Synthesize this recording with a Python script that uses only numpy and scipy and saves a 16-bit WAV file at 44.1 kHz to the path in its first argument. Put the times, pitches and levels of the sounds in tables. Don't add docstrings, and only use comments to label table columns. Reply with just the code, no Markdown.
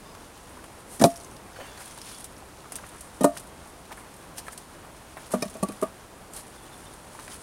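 import sys
import numpy as np
from scipy import signal
from scipy.fft import rfft, irfft, next_fast_len
from scipy.io import wavfile
from scipy.ndimage import map_coordinates

SR = 44100
rng = np.random.default_rng(int(sys.argv[2]) if len(sys.argv) > 2 else 0)


def nominal_scale(level):
    x = np.asarray(level, float) / 20
    return 10 ** x


def wav_record(signal):
    frames = np.transpose(np.atleast_2d(signal))
    bounded = np.clip(frames, -1, 1)
    quanta = np.round(bounded * 32767).astype(np.int16)
    wavfile.write(sys.argv[1], SR, quanta)


N = 327222

# f/Hz, level/dB, time to fall 60 dB/s
FIRST_FAR = [(240, 6.5, 0.081), (284, -3, .045), (522, -14, .06), (680, -13, 0.17), (940, -32, .046),
             (1150, -24, .05), (1650, -34, .06), (1750, -30, 0.068)]
FIRST_NEAR = [(258, -1, 0.034), (477, -11, 0.033), (577, 7, 0.024), (640, -8.5, 0.13), (684, -10.5, .26),
              (900, -8, 0.016), (1104, -18, 0.098), (1720, -18, 0.014), (2280, -15.5, 0.021),
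              (2500, -18.5, 0.035)]
FIRST_SEAT = [(176, 6.5, 0.062), (239, -7, .12), (271.6, -3.5, 0.14), (288, -15, .1), (377, -14, 0.07),
              (480, 2.5, 0.028), (843, -12, .09), (970, -24, .07), (1170, -22, 0.11), (1220, -23, 0.057),
              (1346, -14.5, .04), (1940, -29, 0.092)]
SECOND_FAR = [(201, -2, 0.13), (255, -2, 0.078), (480, -9, .03), (622, -12, 0.18), (1220, -19, 0.13),
              (1860, -20, 0.052), (2490, -29, 0.073), (3130, -31, 0.066), (3800, -30, 0.065)]
SECOND_NEAR = [(343, -19, 0.023), (483, 7, 0.022), (596, 5, 0.16), (644, -8, 0.24), (688, 0, 0.19),
               (920, -6, 0.09), (1000, -1.5, 0.051), (1158, -13, 0.17), (1227, -7.5, 0.11),
               (1260, -13, .09), (1447, -12, 0.075), (1820, -24, 0.15), (2460, -23.5, 0.056),
               (3900, -27, 0.078)]
SECOND_SEAT = [(131, -35, 0.064), (175, -4, 0.066), (209, -11, 0.083), (283, -1.5, 0.13), (374, 6.5, 0.022)]
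THIRD_FAR = [(198, 5.5, 0.13), (242.4, 1.5, 0.29), (407, 0, 0.057), (500, -8, 0.13), (620, 0.5, 0.14),
             (698, -7, 0.089), (980, -10, 0.082), (1140, -14.5, 0.17), (1210, -2, 0.045),
             (1410, -19, 0.078), (1500, -24, .1), (1710, -25, 0.065)]
THIRD_NEAR = [(217, -8, 0.12), (402, 11.5, 0.024), (603, 2, 0.12), (664, -6.5, 0.18), (1130, -9, 0.082),
              (1230, -8, 0.054), (1810, -11, 0.069), (2436, -1, 0.03), (3800, -12.5, 0.035),
              (4570, -8, 0.032), (5250, -0.5, 0.024), (6000, -7, .03)]
THIRD_ROLL = [(194, -1.5, 0.075), (251, -9, 0.08), (387, -13, 0.088), (545, -4, 0.039), (632, -8.5, 0.069),
              (835, -15.5, 0.07), (1138.6, 0, 0.067), (1147.7, 0.5, 0.064), (1880, -23, 0.035),
              (2540, -19.5, 0.03)]
THIRD_SLIP = [(216, -1, 0.2), (430, 4, 0.03), (646, 0, 0.12), (1130, -12, .06), (2490, -20, .06)]
THIRD_ROCK = [(203, 2, 0.21), (290, 6, 0.038), (610, -2, 0.085), (1120, -15, 0.06), (2480, -22, .05)]
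THIRD_SEAT = [(191.5, -19, 0.18), (300, -19, 0.039), (393, 10, 0.023), (467, -4, 0.048), (618, 5, 0.06),
              (654, -4.5, 0.12), (860, -17, 0.068), (1030, -14, 0.06), (1137, 2.5, 0.15),
              (1213, -2.5, 0.08)]
# t/s, level/dB, contact time/ms, hardness/dB per octave, frame rattle/dB, ringing
BLOWS = [(1.001, -24.5, 2.3, 6, -3, FIRST_FAR), (1.013, -2.5, 12, 0.6, -11, FIRST_FAR),
         (1.0193, -6, 2.7, 2.5, -6.5, FIRST_FAR), (1.0405, -8, 0.37, 2, -1.5, FIRST_NEAR),
         (1.048, -12.5, 0.71, 2, -4, FIRST_SEAT), (1.058, -23, 1.8, 4, -13, FIRST_SEAT),
         (3.2075, -17.5, 1.8, 1, -3.5, SECOND_FAR), (3.219, -21, 5.4, 3.5, 0, SECOND_FAR),
         (3.2414, -15.5, 0.65, 1.5, -2, SECOND_NEAR), (3.246, -13, 1.3, -1, -4, SECOND_SEAT),
         (5.3363, -21.5, 0.99, 2.5, 0.5, THIRD_FAR), (5.424, -26, 1.2, 2, -1, THIRD_NEAR),
         (5.455, -36.5, 2.7, -7.5, -16, THIRD_ROLL), (5.553, -33.5, 2.5, 3.5, -4, THIRD_SLIP),
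         (5.627, -12, 3.3, 0.5, -9.5, THIRD_ROLL), (5.687, -26.5, 6.6, 5, -3, THIRD_ROCK),
         (5.696, -36.5, 3, -4, -14, THIRD_SEAT), (5.824, -20.5, 2.7, -3, -1, THIRD_SEAT),
         (5.8288, -28, 1.2, -1, -2, THIRD_SEAT)]
# f/Hz, level/dB
FRAME = [(110, -22), (200, 4), (400, -4.5), (700, -0.5), (1100, -14), (2000, -37)]
# t/s, peak level/dB, dull part/dB, strongest f/Hz, time to fall 60 dB/s
CRACKS = [(0.9952, -20, -17, 5700, 0.092), (1.0124, -13.5, -4.5, 9200, 0.054),
          (1.0207, -14, -14, 9600, 0.034), (1.0265, -25, -20, 12500, 0.026), (1.0393, 1, -16, 4870, 0.024),
          (1.047, -15.5, -17, 10200, 0.063), (1.0545, -17, -25, 12800, .05),
          (1.0595, -22, -18, 8900, 0.022), (1.07, -46, -22, 8400, 0.053), (3.2086, -23, -17, 5700, 0.04),
          (3.212, -20, -20, 10140, 0.035), (3.231, -28, -20, 9000, .04), (3.2347, -11, -19, 8740, 0.023),
          (3.2425, -10.5, -20, 9240, 0.028), (3.244, -9, -18, 8080, 0.018),
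          (3.2485, -14, -20, 12940, 0.023), (3.25, -20, -8, 9000, 0.052), (2.7556, -13, -14, 9140, 0.02),
          (2.7608, -19, -17, 9600, 0.047), (3.918, -30, 5, 4800, 0.044), (3.9248, -32.5, 2, 3800, 0.043),
          (4.38, -22, -10.5, 5180, 0.093), (4.4818, -40, 16, 2590, 0.03), (5.168, -38.5, 11.5, 9100, 0.11),
          (5.316, -25.5, -19, 9800, 0.17), (5.3367, -25, 2, 8600, 0.087), (5.4213, -17, -10, 9700, 0.028),
          (5.426, -16, -17, 8540, 0.033), (5.628, -16.5, -23, 7500, 0.022),
          (5.633, -14.5, -23, 8830, 0.032), (5.815, -21.5, -14, 9530, 0.026),
          (5.825, -25, 1.5, 9400, 0.079), (5.8305, -24, -14, 9430, 0.029), (7.1916, -37, 5, 3000, 0.017),
          (7.196, -31, 4, 4270, 0.035), (7.204, -39, -9, 4270, 0.036), (7.279, -30, 4, 4000, 0.03)]
# t/s, peak level/dB, dull part/dB
SCUFFS = [(0.4918, -37, -7), (0.6397, -35, 2.5), (1.0999, -30, -18), (1.876, -32, -15), (2.051, -42, -15),
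          (2.114, -33, -17), (2.128, -39, -8), (2.147, -41, -15), (2.322, -39, -17), (3.354, -35, -12),
          (3.434, -37, -20), (3.47, -35, -16), (3.674, -36, -23), (4.164, -37, -25), (5.567, -34, -20),
          (6.467, -36, -20), (6.803, -36, -20), (7.01, -41, -8), (7.358, -34, -11), (7.412, -52, -20),
          (5.265, -33, -14), (1.857, -28, -26.5), (1.975, -27, -6), (2.204, -29.5, -15),
          (2.242, -24.5, -26), (2.251, -33, -26), (2.3794, -35, -16), (2.72, -19, -13), (2.864, -31, -6),
          (2.887, -31, -21), (3.007, -24, -23), (3.3715, -25.5, -13), (3.396, -25.5, -19),
          (4.1395, -34.5, -12), (4.576, -24.5, -20), (5.452, -31, -2), (5.498, -29, -22), (5.54, -30, -18),
          (5.72, -29, -5), (6.3625, -26, -19), (6.7765, -35, -12), (6.936, -34, -3)]
# t/s, peak level/dB, dull part/dB, strongest f/Hz
SNAPS = [(0.1502, -35, 5, 5960), (1.1144, -30, -14, 5570), (1.141, -30, -20, 9350),
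         (1.159, -25.5, -23, 5550), (1.166, -29, -20, 9400), (1.174, -29, -20, 6850),
         (1.201, -34, -18, 6000), (1.235, -34, -20, 7500), (1.305, -43, -20, 9350), (1.312, -36, -20, 6000),
         (1.209, -32, -22, 4300), (1.246, -28.5, -23, 6400), (1.365, -31, -17, 4970),
         (1.775, -32, -3, 4540), (1.9091, -32, 2, 5830), (2.0155, -24, -17, 5200), (2.243, -30, -20, 5900),
         (2.244, -37, -20, 7700), (6.48, -36, -20, 9600), (2.095, -33, -17, 5000), (2.074, -30, -19, 4300),
         (2.365, -35, -17, 5500), (5.479, -32, -27, 3800), (5.483, -31, -29, 6200),
         (5.686, -28.5, -12, 3750), (5.6865, -26, -20, 9500), (6.335, -26.5, -20, 7500),
         (6.346, -36, -20, 6500), (6.352, -36, -20, 4470), (6.365, -34, -15, 4320), (6.374, -33, -15, 4420),
         (6.385, -37, -17, 4340), (6.396, -36, -15, 4330), (6.407, -36, -15, 5100), (2.112, -33, -20, 4400),
         (2.145, -31, -16, 4570), (1.986, -31, -20, 3730), (3.372, -26, -20, 5150), (3.373, -28, -20, 3900),
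         (3.381, -27, -18, 4730), (4.577, -31, -20, 4200), (4.372, -30, -20, 5150), (1.017, -21, -6, 3400),
         (1.025, -38, -8, 4500), (6.8694, -46, -17, 3470)]
# t/s at the loudest, level/dB, half length/ms, dull part/dB
BRUSHES = [(.94, -37.5, 50, -17), (1.57, -59, 8.5, 17), (1.61, -54, 11.5, 15.5), (1.812, -39.5, 24, -4.5),
           (3.05, -48, 14, -23), (4.2, -54, 25, -13), (5.31, -41, 4.5, -2), (7.25, -47, 31, -12),
           (1.66, -50, 43, 5), (3.99, -45, 37, -3.5), (4.383, -36.5, 16, -17), (4.475, -43, 20, -11),
           (4.53, -36, 12, -18), (5.326, -33, 10, -10), (6.37, -37.5, 40, -10.5), (6.405, -50, 22, -22)]
# f/Hz, level/dB per Hz
CRISP = [(1470, -34), (2500, -3.5), (3260, -4), (3800, -5.5), (4240, -1), (4650, -2), (7190, 2.5),
         (9290, 10.5), (13100, -2.5), (16000, -16)]
# f/Hz, level/dB per Hz
DULL = [(500, 5), (1000, 10), (1800, 6.5), (3000, -3), (5000, -16)]
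# f/Hz, level/dB per Hz
LEAVES = [(1800, -6), (3200, 1.5), (4500, -0.5), (6500, 0), (9000, -12.5)]
# t/s, peak level/dB, f/Hz, time to fall 60 dB/s
TAPS = [(0.061, -36.5, 900, 0.088), (0.571, -32.5, 985, 0.046), (.589, -34.5, 1500, 0.039),
        (0.999, -26, 1880, .03), (1.561, -33, 1560, 0.04), (1.589, -30.5, 520, 0.07),
        (1.606, -32, 620, 0.061), (1.616, -30, 556, .04), (1.645, -33, 980, 0.028),
        (2.424, -31, 784, 0.035), (2.644, -35, 1320, .03), (2.657, -32, 1200, 0.025),
        (2.787, -29, 1610, 0.025), (2.792, -38, 996, .08), (2.838, -26.5, 1150, 0.023),
        (2.8425, -27, 1900, 0.011), (3.368, -21.5, 1500, 0.013), (3.909, -30, 1400, 0.025),
        (3.9135, -26, 900, 0.014), (3.919, -32, 1090, 0.013), (3.924, -29, 1820, 0.02),
        (3.974, -37, 1400, 0.03), (3.978, -30.5, 1730, .02), (4.467, -33, 1750, 0.045),
        (4.483, -29, 1690, .01), (4.483, -23.5, 1306, 0.038), (4.53, -35, 1720, 0.035),
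        (4.849, -33, 940, 0.028), (5.169, -26.5, 610, 0.014), (7.15, -31, 900, 0.034),
        (7.1907, -23, 1310, 0.01), (7.203, -32, 900, .015), (7.279, -39, 1030, 0.03)]
# f/Hz, level/dB per Hz
SLEEVE = [(5000, -17.5), (7500, -11), (9300, -1), (11500, -12), (13500, -32), (16000, -28)]
# t/s, effort level/dB, sleeve over leaves/dB
EFFORT = [(0, -56.5, 0.5), (.3, -58, 1.5), (.6, -57, 2.5), (.93, -60.5, 3.5), (1.1, -56, 5), (1.4, -60, 4),
          (1.62, -56, 0), (1.98, -53.5, 2), (2.09, -49, 3), (2.2, -52.5, 4), (2.28, -60, 3),
          (2.81, -55.5, 0), (3.0, -57.5, 3.5), (4.07, -59.5, 2.5), (4.53, -57.5, 2.5), (4.9, -59.5, 2.5),
          (5.35, -54.5, 1), (6.1, -60.5, 3.5), (6.7, -57, 2), (7.1, -58, 4), (7.25, -55.5, 5),
          (7.42, -55, 5.5)]
# t/s, length/s, f/Hz, level/dB
BIRD_NOTES = [(1.54, .09, 4480, -58), (1.62, .11, 4480, -60), (1.57, .06, 6550, -59),
              (1.575, .09, 3020, -54), (1.62, .03, 8200, -60), (1.635, .075, 2760, -53),
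              (1.665, .115, 3470, -55), (1.64, .03, 6250, -59), (1.79, .05, 7700, -60),
              (.03, .1, 3600, -62), (.04, .1, 5000, -62), (1.79, .045, 5100, -57), (2.11, .07, 3350, -59),
              (2.15, .1, 3420, -61), (1.82, .1, 3330, -61), (3.447, .2, 3240, -66), (6.57, .03, 3450, -59),
              (6.605, .085, 3430, -60), (6.71, .045, 3480, -58), (6.858, .025, 3570, -52)]
# f/Hz, level/dB per Hz
HUSH = [(12, -46), (20, -10), (55, 0.5), (101, -4), (388, -6), (446, -7.5), (513, -7.5), (1000, -8),
        (1220, -11.5), (2020, -18), (2750, -20.5), (3250, -22.5), (6360, -26), (9400, -22.5), (16000, -36)]
# f/Hz, time to fall 60 dB/s
TREE_ECHO = [(200, 0.056), (1000, 0.043), (8000, 0.19)]


def unit(x):
    return x / np.sqrt(np.mean(x ** 2) + 1e-20)


def along(points, hz):
    f, v = np.transpose(points)
    return np.interp(np.log(hz + 1), np.log(f + 1), v)


def curves(rows):
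    s, *columns = np.transpose(rows)
    return [np.interp(np.arange(N) / SR, s, column) for column in columns]


def wobble(rate):
    knots = rng.standard_normal(int(N * rate / SR) + 4)
    return map_coordinates(knots, [np.arange(N) * rate / SR])


def filtered(x, response):
    m = next_fast_len(N + 8192)
    return irfft(rfft(x, m) * response(np.fft.rfftfreq(m, 1 / SR)), m)[:N]


def noise(spectrum, grain_db=0):
    sizes = nominal_scale(grain_db * np.minimum(rng.exponential(size=N), 6))
    grains = sizes * rng.standard_normal(N)
    return unit(filtered(grains, lambda hz: nominal_scale(along(spectrum, hz))))


def add(track, s, sound):
    track[round(s * SR):][:len(sound)] += sound


def poles():
    out, t = np.zeros(N + SR), np.arange(SR // 2) / SR
    rattle_t60 = 0.079
    for s, db, contact_ms, hardness_db, rattle_db, modes in BLOWS:
        ring = np.zeros(len(t))
        for k, (hz, level, t60) in enumerate(modes):
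            side = (-1) ** k
            tilt_db = hardness_db * np.log2(hz / 600)
            ring += side * nominal_scale(level + tilt_db - 60 * t / t60) * np.sin(2 * np.pi * hz * t)
        hz = np.geomspace(110, 2000, num=22)[:, None] * rng.uniform(0.98, 1.05, (22, 1))
        swing = np.sin(2 * np.pi * (hz * t + rng.random((22, 1))))
        logs = nominal_scale(along(FRAME, hz) - 60 * t / rattle_t60) * swing
        knock = ring + 0.5 * nominal_scale(rattle_db) * logs.sum(axis=0)
        build_up = 1 - np.exp(-t * 1000 / contact_ms)
        add(out, s, nominal_scale(db) * knock * build_up)
    return signal.sosfilt(signal.butter(2, 110, "high", fs=SR, output="sos"), out[:N])


def scuffs():
    (crisp, twig, dull, flake), t = np.zeros((4, N + SR)), np.arange(SR // 4) / SR
    usual_hz, spread, scuff_t60, snap_t60 = 9400, 0.0584, 0.057, 0.026
    crisp_tilt, twig_tilt = 2, -11
    rise_share = 0.011
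    leaf_db, leaf_t60 = -2, 0.04
    wander = np.cumsum(rng.standard_normal(N + SR))

    def fuzzy_ring(s, hz, fuzz):
        return np.sin(2 * np.pi * hz * t + fuzz * wander[round(s * SR):][:len(t)])

    bursts = [(*row, usual_hz * (1 + spread * rng.uniform(-0.88, 1)), scuff_t60) for row in SCUFFS]
    bursts += [(*row, snap_t60) for row in SNAPS]
    for s, db, dull_db, hz, t60 in bursts + CRACKS:
        shape = nominal_scale(db - 60 * t / t60) * (1 - np.exp(-t / (rise_share * t60)))
        octaves = np.log2(hz / usual_hz)
        add(crisp, s, shape * nominal_scale(crisp_tilt * octaves))
        add(twig, s, shape * nominal_scale(twig_tilt * octaves))
        add(dull, s, shape * nominal_scale(dull_db))
        add(flake, s, shape * fuzzy_ring(s, hz, 0.39))
    for s, db, _, hz in SNAPS:
        add(flake, s, nominal_scale(db + leaf_db - 60 * t / leaf_t60) * fuzzy_ring(s, hz, 0.15))
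    now = np.arange(N + SR) / SR
    for s, db, half_ms, dull_db in BRUSHES:
        shape = nominal_scale(db + 7) * np.exp(-((now - s) * 1000 / half_ms) ** 2)
        crisp += shape
        dull += shape * nominal_scale(dull_db)
    bark = nominal_scale(-14.5) * crisp[:N] * noise(CRISP, grain_db=1.3)
    twigs = nominal_scale(-29) * twig[:N] * noise(LEAVES, grain_db=3)
    wood = nominal_scale(-10.0) * dull[:N] * noise(DULL, grain_db=2.0)
    return bark + twigs + nominal_scale(-14.0) * flake[:N] + wood


def taps():
    out, t = np.zeros(N + SR), np.arange(SR // 4) / SR
    tones = ((1, 0.99), (0.5, -0.12), (1.214, 0.51), (1.9, -0.17))
    rise = 1 - np.exp(-t / 0.00031)
    for s, db, hz, t60 in TAPS:
        ring = sum(size * np.sin(2 * np.pi * ratio * hz * t) for ratio, size in tones)
        add(out, s, nominal_scale(db - 6.0 - 60 * t / t60) * ring * rise)
    return out[:N]


def rustle():
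    out, shared = np.zeros(N), wobble(25)
    still_db = -61
    effort_db, sleeve_db = curves(EFFORT)
    bark_db = -56 + 0.44 * (effort_db - effort_db.mean()) + 1.74 * wobble(4.16)
    layers = ((effort_db + sleeve_db, still_db + 3.5, SLEEVE),
              (effort_db, still_db, LEAVES),
              (bark_db, still_db + 2.0, DULL))
    for db, floor_db, colour in layers:
        excess = np.sqrt(np.maximum(nominal_scale(2 * db) - nominal_scale(2 * floor_db), 0))
        clumps_db = 1.5 * shared + 1.3 * wobble(30) + 0.5 * wobble(90) + 2.5 * wobble(250)
        out += excess * nominal_scale(clumps_db) * noise(colour, grain_db=2.0)
    return out


def bird():
    out = np.zeros(N + SR)
    drift = 1 + 0.014 * wobble(150) + 0.004 * wobble(12)
    for s, length, hz, db in BIRD_NOTES:
        pitch = drift[round(s * SR):][:round(length * SR)]
        if length < 0.04:
            pitch = pitch - 0.07 * np.linspace(-0.5, 0.5, len(pitch))
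        whistle = np.sin(2 * np.pi * np.cumsum(hz * pitch) / SR)
        add(out, s, nominal_scale(db) * np.hanning(len(pitch)) ** 0.27 * whistle)
    return out[:N] * nominal_scale(3 * wobble(110))


def trees(x):
    hz, _, z = signal.stft(rng.standard_normal(SR // 2), SR, nperseg=256)
    t = _
    fade = nominal_scale(-60 * t / along(TREE_ECHO, hz)[:, None])
    tail = signal.istft(z * fade, SR, nperseg=256)[1]
    late = np.pad(x, (300, 0))
    return signal.fftconvolve(late, tail / np.linalg.norm(tail))[:N]


def hush():
    wash = nominal_scale(-47.5) * noise(HUSH)
    road = filtered(wash, lambda hz: 1 / (1 + (hz / 2000) ** 4))
    return wash - road + road * nominal_scale(0.18 * wobble(2.15) + 0.54 * wobble(6))


def scene():
    sources = poles() + scuffs() + taps() + bird()
    return (sources + nominal_scale(-16.0) * trees(sources) + rustle() + hush())[None]


def top_cut(x):
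    return signal.sosfilt(signal.butter(12, 17000, fs=SR, output="sos"), x)


def record(dry):
    soft = dry[0] / (1 + np.abs(dry[0] / 0.97) ** 8) ** (1 / 8)
    mix = filtered(soft, lambda hz: hz < 15850)
    return top_cut(mix[None])


dry = scene()
out = record(dry)
wav_record(out)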